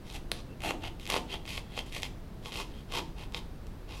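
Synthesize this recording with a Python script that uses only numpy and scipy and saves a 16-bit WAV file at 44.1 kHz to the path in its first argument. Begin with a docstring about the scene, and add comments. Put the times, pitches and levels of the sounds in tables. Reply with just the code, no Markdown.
"""A knife cuts a groove along the rubber sole of a canvas shoe in short strokes, close by in a quiet
workshop. The edge sticks and slips through the rubber; this friction, fine tearing and single sharp
snaps excite the damped resonances of the sole and the blade. The tip clicks once as it is set in,
the rubber squeaks faintly on the steel, and a low rumble fills the room."""
import sys
import numpy as np
from scipy import signal
from scipy.fft import rfft, irfft
from scipy.io import wavfile
from scipy.ndimage import uniform_filter1d

SR = 44100
rng = np.random.default_rng(int(sys.argv[2]) if len(sys.argv) > 2 else 0)


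def bounce(signal):
    """Save signal as a 16-bit WAV file at the path given by the first command-line argument."""
    frames = np.transpose(np.atleast_2d(signal))
    limited = np.clip(frames, -1, 1)
    pcm = np.round(limited * 32767).astype(np.int16)
    wavfile.write(sys.argv[1], SR, pcm)


N = 176400

# Knife strokes: full_force_s, rise_s, hold_s, level_db, sole_db, fizz_db, pitch_ratio, edge_hz
STROKES = [ (0.09, 0.052, 0.033, -54.5, -6.5, -8.5, 1.09, 3640),
           (0.15, 0.029, .016, -47.5, -1, -7, 0.96, 3460),
           (0.32, 0.013, 0.083, -55.5, -2.5, -14, 1.24, 4900),
           (0.658, 0.044, 0.046, -38.5, 1.5, -10.5, 0.92, 2720),
           (0.843, 0.035, 0.035, -44.5, -0.5, -15.5, .98, 2900),
           (1.02, 0.028, 0.023, -54, -19.5, -9, 1.07, 2960),
           (1.128, 0.054, 0.047, -38, 0, -9.5, 1.015, 2150),
           (1.33, 0.051, 0.021, -41.5, -4.5, -16, 1, 3150),
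           (1.494, 0.036, 0.088, -44.5, -7, -10, 1.053, 2514),
           (1.74, 0.058, 0.024, -54, -5.5, -14, 0.95, 3350),
           (1.785, 0.032, 0.012, -41, -3.5, -14.5, 1.05, 3220),
           (1.867, 0.011, 0.0048, -54.5, -14, -7.5, 1.08, 3200),
           (1.889, 0.0071, 0.0051, -57.5, -7, -11, 1.05, 3200),
           (1.947, 0.034, 0.035, -43.5, -9, -9.5, 1, 2250),
           (2.049, 0.045, 0.0076, -43, -4, -11.5, 1.03, 2350),
           (2.468, 0.046, 0.023, -49.5, -2, -9.5, 1.1, 3320),
           (2.534, 0.02, 0.042, -44.5, -5, -10, 1.05, 3020),
           (2.595, .03, 0.022, -42, -3, -10.5, 1.104, 2700),
           (2.76, 0.16, 0.0524, -61, -8.5, -12, 1.06, 3300),
           (2.965, 0.062, 0.024, -36.5, -1, -12.5, 1.08, 3200),
           (3.198, 0.043, 0.04, -51.5, -0.5, -13, 1.03, 2665),
           (3.362, 0.035, .02, -46, -2.5, -11, 1.09, 3700),
           (3.905, 0.031, 0.046, -51, -2, -15, 1.074, 2620), (3.974, 0.03, .02, -54, -5, -9, 1.22, 2700)]


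def strokes():
    """Forced vibration: friction drives sole and blade as each stroke bites in, holds and lets go."""
    rise_db, release_db_per_s = 19, 697
    out, force, t = np.zeros(N), stick_slip(), np.arange(N) / SR
    for full_force_s, rise_s, hold_s, level_db, sole_db, fizz_db, pitch_ratio, edge_hz in STROKES:
        bite_db = -rise_db * (np.maximum(full_force_s - t, 0) / rise_s) ** 2
        effort_db = bite_db - release_db_per_s * np.maximum(t - full_force_s - hold_s, 0)
        active = np.flatnonzero(effort_db > -40)
        drive = force[:, active] * from_db(level_db + effort_db[active])
        # Modes of the sole and of the blade at a pitch ratio of one: pitch_hz, width_hz, gain_db
        sole_modes = [(295, 232, -4.5), (549, 240, -7.5), (783, 260, 1.5), (987, 277, -0.5),
                      (1260, 410, -10)]
        blade_modes = [(1840, 250, -1), (2173, 470, -1.5), (2755, 456, 1.5), (3450, 1010, -2.5),
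                       (4760, 950, -7.5), (6400, 750, -17.5)]
        response = slip_response(sole_modes, blade_modes, sole_db, fizz_db, pitch_ratio, edge_hz)
        add(out, active[0] / SR, signal.fftconvolve(drive, response, axes=1).sum(axis=0))
    return out


def stick_slip():
    """Stick-slip friction: uneven pulses over two crackles, of tearing rubber and of surface fibres."""
    slips_per_s, fibres_per_s, grip_s = 170, 7000, .0038
    slip_times = np.cumsum(np.exp(.45 * rng.standard_normal(2000))) / slips_per_s
    slip_sizes = from_db(2.5 * rng.standard_normal(len(slip_times)))
    slips = np.bincount((slip_times * SR).astype(int), slip_sizes, N)[:N]
    breaks = (rng.random((2, N)) < fibres_per_s / SR) * rng.choice([-1, 1], (2, N))
    crackles = breaks * from_db(2 * rng.standard_normal((2, N)))
    grip_waver = rms_one(uniform_filter1d(rng.standard_normal(N), int(grip_s * SR)))
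    force = from_db(-5) * rms_one(slips) + rms_one(crackles * from_db(3.5 * grip_waver))
    return force / np.sqrt(uniform_filter1d(force ** 2, 900) + 1e-9)  # evens out the level


def slip_response(sole_modes, blade_modes, sole_db, fizz_db, pitch_ratio, edge_hz=None):
    """Impulse response of one slip, in two rows: sole and blade together, and the torn surface's fizz."""
    # Resonances of the fizz: unscaled_pitch_hz, width_hz, gain_db
    fizz_modes = [(6100, 2000, 0), (9900, 6400, -3), (15200, 3500, -6.5), (11850, 820, -14.5)]
    sole = unit_energy(butterworth(ringing(sole_modes, pitch_ratio), 1840, "low"))
    blade = butterworth(ringing(blade_modes, pitch_ratio), 1300, "high")
    if edge_hz:  # the edge rings harder at one pitch, set by its angle in the groove
        blade = blade + from_db(-3) * resonate(blade, edge_hz, width_hz=430)
    fizz = unit_energy(butterworth(ringing(fizz_modes, pitch_ratio=.86), [4730, 15000], "band"))
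    return np.array([from_db(sole_db) * sole + unit_energy(blade), from_db(fizz_db) * fizz])


def snaps():
    """Impulsive excitation: the rubber gives way at once, ringing at the pitch of the nearby strokes."""
    # Single large slips: start_s, relative_level_db, sole_db, fizz_db
    large_slips = [ (.101, -32, -17, -18), (.114, -38, -5, -16), (0.158, -31.5, -13, -15),
                   (0.6053, -36, -11, -10), (.620, -32, -20, -10), (.6375, -30, 2, -6),
                   (0.7079, -25.5, 9.5, -11), (.719, -33, 9, -18), (.840, -31, 4.5, -22),
                   (0.998, -35.5, -12, -8), (1.0548, -31.5, -19, -9.5), (1.066, -28.5, -22, -12),
                   (1.0755, -28.5, -14, -7), (1.089, -37, -12, -6), (1.1001, -17, -5.5, -19),
                   (1.1019, -18.5, -5, -4.5), (1.121, -20, -25, -29), (1.127, -26.5, 5, -16),
                   (1.1416, -13.5, -2, -27), (1.1637, -16, 0.5, -35), (1.1776, -22, -7, -22),
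                   (1.3175, -37, -12.5, -17), (1.335, -32, -5, -15), (1.3404, -25.5, -0.5, -16),
                   (1.454, -32.5, -8, -19), (1.463, -39, -12, -6), (1.4782, -27.5, -4.5, -27),
                   (1.492, -39, -10, 0), (1.505, -29, -15, -13.5), (1.5779, -22.5, -5, -35),
                   (1.7768, -26.5, 4.5, -18), (1.7908, -22.5, -24, -14), (1.9245, -32, -5, -9),
                   (1.965, -27, 2, -12), (1.9835, -47, -12, 0), (2.000, -35, -5, -5), (2.0214, -36, -15, 2),
                   (2.0319, -17, -15, -15), (2.4585, -26.5, -3, -22), (2.5097, -40, -13.5, -13),
                   (2.5212, -30, -9, -20), (2.5396, -31.5, -10, -30), (2.5569, -24.5, -5, -27.5),
                   (2.600, -25.5, 0.5, -22), (2.9225, -26.5, -5, -12), (2.941, -43, -13, -12),
                   (2.9669, -28, -16, -28), (2.9929, -27.5, 4.5, -24), (3.3228, -43, -2, -3),
                   (3.346, -18, -10, -45), (3.374, -36, -15, -6), (3.669, -46, -10, -0.5)]
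    # Broad, short-lived modes of sole and blade at a pitch ratio of one: pitch_hz, width_hz, gain_db
    knock_modes = [(403, 500, -2), (970, 540, 0)]
    crack_modes = [(2290, 730, 3), (3430, 1180, 0), (4800, 940, -7)]
    out = np.zeros(N)
    stroke_s, *_, stroke_ratio, _ = np.transpose(STROKES)
    for start_s, relative_level_db, sole_db, fizz_db in large_slips:
        pitch_ratio = np.interp(start_s, stroke_s, stroke_ratio)
        response = slip_response(knock_modes, crack_modes, sole_db, fizz_db, pitch_ratio).sum(axis=0)
        add(out, start_s, from_db(relative_level_db + 9) * np.convolve(splinter(), response))
    return out


def tip_click():
    """Impact and rebound: the tip strikes twice, so quickly that the ear hears one dry click."""
    # Modes struck by the tip: pitch_hz, width_hz, gain_db
    tip_modes = [(400, 190, 1.5), (720, 240, 3), (1090, 400, 0), (1610, 580, -2.5), (2750, 830, -1),
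                 (3700, 680, 1), (5070, 1050, -7), (7700, 1400, -14.5), (10200, 2200, -11.5),
                 (12000, 700, -22)]
    start_s, bounce_s = .3162, .00045
    out, knock = np.zeros(N), unit_energy(ringing(tip_modes, pitch_ratio=1))
    add(out, start_s, from_db(-18) * np.convolve(splinter(), knock))
    add(out, start_s + bounce_s, from_db(-4.5) * np.convolve(splinter(), knock))
    return out


def splinter(size=400, t60_s=.0055):
    """Broadband excitation: one hard pulse trailed by tiny ones that decay exponentially."""
    trail = rng.standard_normal(size) * from_db(-60 * np.arange(size) / SR / t60_s)
    return signal.unit_impulse(size) + from_db(-8) * unit_energy(trail)


def squeaks(width_hz=130):
    """Narrowband resonance: friction noise becomes thin, unsteady tones as the blade is drawn back."""
    # Squeaks of rubber on steel: start_s, length_s, pitch_hz, level_db
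    rubs = [(0.484, 0.067, 2690, -66.5), (1.646, .09, 3360, -67), (2.724, 0.11, 3270, -66)]
    out = np.zeros(N)
    for start_s, length_s, pitch_hz, level_db in rubs:
        band = resonate(rng.standard_normal(SR), pitch_hz, width_hz)
        tone = resonate(band, pitch_hz, width_hz)[:int(length_s * SR)]
        add(out, start_s, from_db(level_db) * rms_one(tone) * signal.windows.tukey(len(tone), .5))
    return out


def ringing(modes, pitch_ratio):
    """Modal superposition: damped resonances of alternating sign answer one impulse."""
    impulse = signal.unit_impulse(900)
    return sum((-1) ** k * from_db(gain_db) * resonate(impulse, pitch_hz * pitch_ratio, width_hz)
               for k, (pitch_hz, width_hz, gain_db) in enumerate(modes))


def resonate(x, pitch_hz, width_hz):
    """A damped oscillator with a gain of one at resonance."""
    radius = np.exp(-np.pi * width_hz / SR)
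    feedback = [1, -2 * radius * np.cos(2 * np.pi * pitch_hz / SR), radius ** 2]
    return signal.lfilter(np.array([1, 0, -1]) * (1 - radius ** 2) / 2, feedback, x)


def workshop(x, size=26000, bench_t60_s=.017):
    """Reverberation: early scatter off bench and vice, then a tail that dies sooner in the treble."""
    # Room tail against the direct sound: frequency_hz, t60_s, level_db
    room = [(201, 0.62, 3.5), (700, 0.39, -7), (2500, 0.33, -15), (6000, 0.39, -8.5), (14000, 0.14, -8)]
    t = np.arange(size) / SR
    scatter = rng.standard_normal(size) * from_db(-60 * t / bench_t60_s) * (t > .001)
    response = from_db(-9) * unit_energy(scatter)
    edges_hz = np.geomspace(100, 18000, 9)
    for low_hz, high_hz in zip(edges_hz, edges_hz[1:]):
        centre_hz = np.sqrt(low_hz * high_hz)
        decay = unit_energy(from_db(-60 * t / at_hz(room, centre_hz)) * (t > .006))
        band = butterworth(rng.standard_normal(size), [low_hz, high_hz], "band")
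        response += from_db(at_hz(room, centre_hz, column=2)) * decay * band
    return signal.fftconvolve(x, response)[:N]


def rumble(level_db=-42.5):
    """Stationary room noise: a falling spectrum gives a low rumble with a faint hiss."""
    # Spectral density of the background: frequency_hz, relative_level_db
    spectrum = [(20, 1), (44, 1), (60, -4.5), (110, -8.5), (200, -12.5), (320, -16.5), (600, -24.5),
                (1200, -31), (2500, -38.5), (4500, -41.5), (7000, -49), (12000, -50), (16000, -51.5)]
    hz = np.arange(N // 2 + 1) * SR / N
    noise = irfft(rfft(rng.standard_normal(N)) * from_db(at_hz(spectrum, hz)), N)
    return from_db(level_db) * rms_one(butterworth(noise, 13.6, "high"))


def from_db(db):
    """Decibels to amplitude ratio."""
    return 10 ** (np.asarray(db) / 20)


def rms_one(x):
    """Normalisation to an rms of one."""
    return x / np.sqrt(np.mean(x ** 2) + 1e-20)


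def unit_energy(x):
    """Energy normalisation: the response passes white noise at unchanged level."""
    return x / np.sqrt(np.sum(x ** 2) + 1e-20)


def at_hz(points, hz, column=1):
    """Interpolation of a table column on a log-frequency axis."""
    table = np.array(points)
    return np.interp(np.log(hz + 1e-9), np.log(table[:, 0]), table[:, column])


def butterworth(x, hz, kind):
    """Maximally flat filtering with second-order slopes."""
    return signal.sosfilt(signal.butter(2, hz, kind, fs=SR, output="sos"), x)


def add(out, start_s, x):
    """Superposition of a sound from its start time on."""
    i = int(np.clip(start_s * SR, 0, N))
    out[i:i + len(x)] += x[:N - i]


def scene():
    """The knife's direct sound, its reverberant field and the room noise add in one channel."""
    knife = strokes() + snaps() + tip_click() + squeaks()
    return (knife + workshop(knife) + rumble())[None]


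def record(dry):
    """Band limiting: an elliptic low-pass cuts the top of the treble steeply."""
    cutoff_hz = 15900
    return signal.sosfilt(signal.ellip(12, .1, 70, cutoff_hz, fs=SR, output="sos"), dry)


dry = scene()
out = record(dry)
bounce(out)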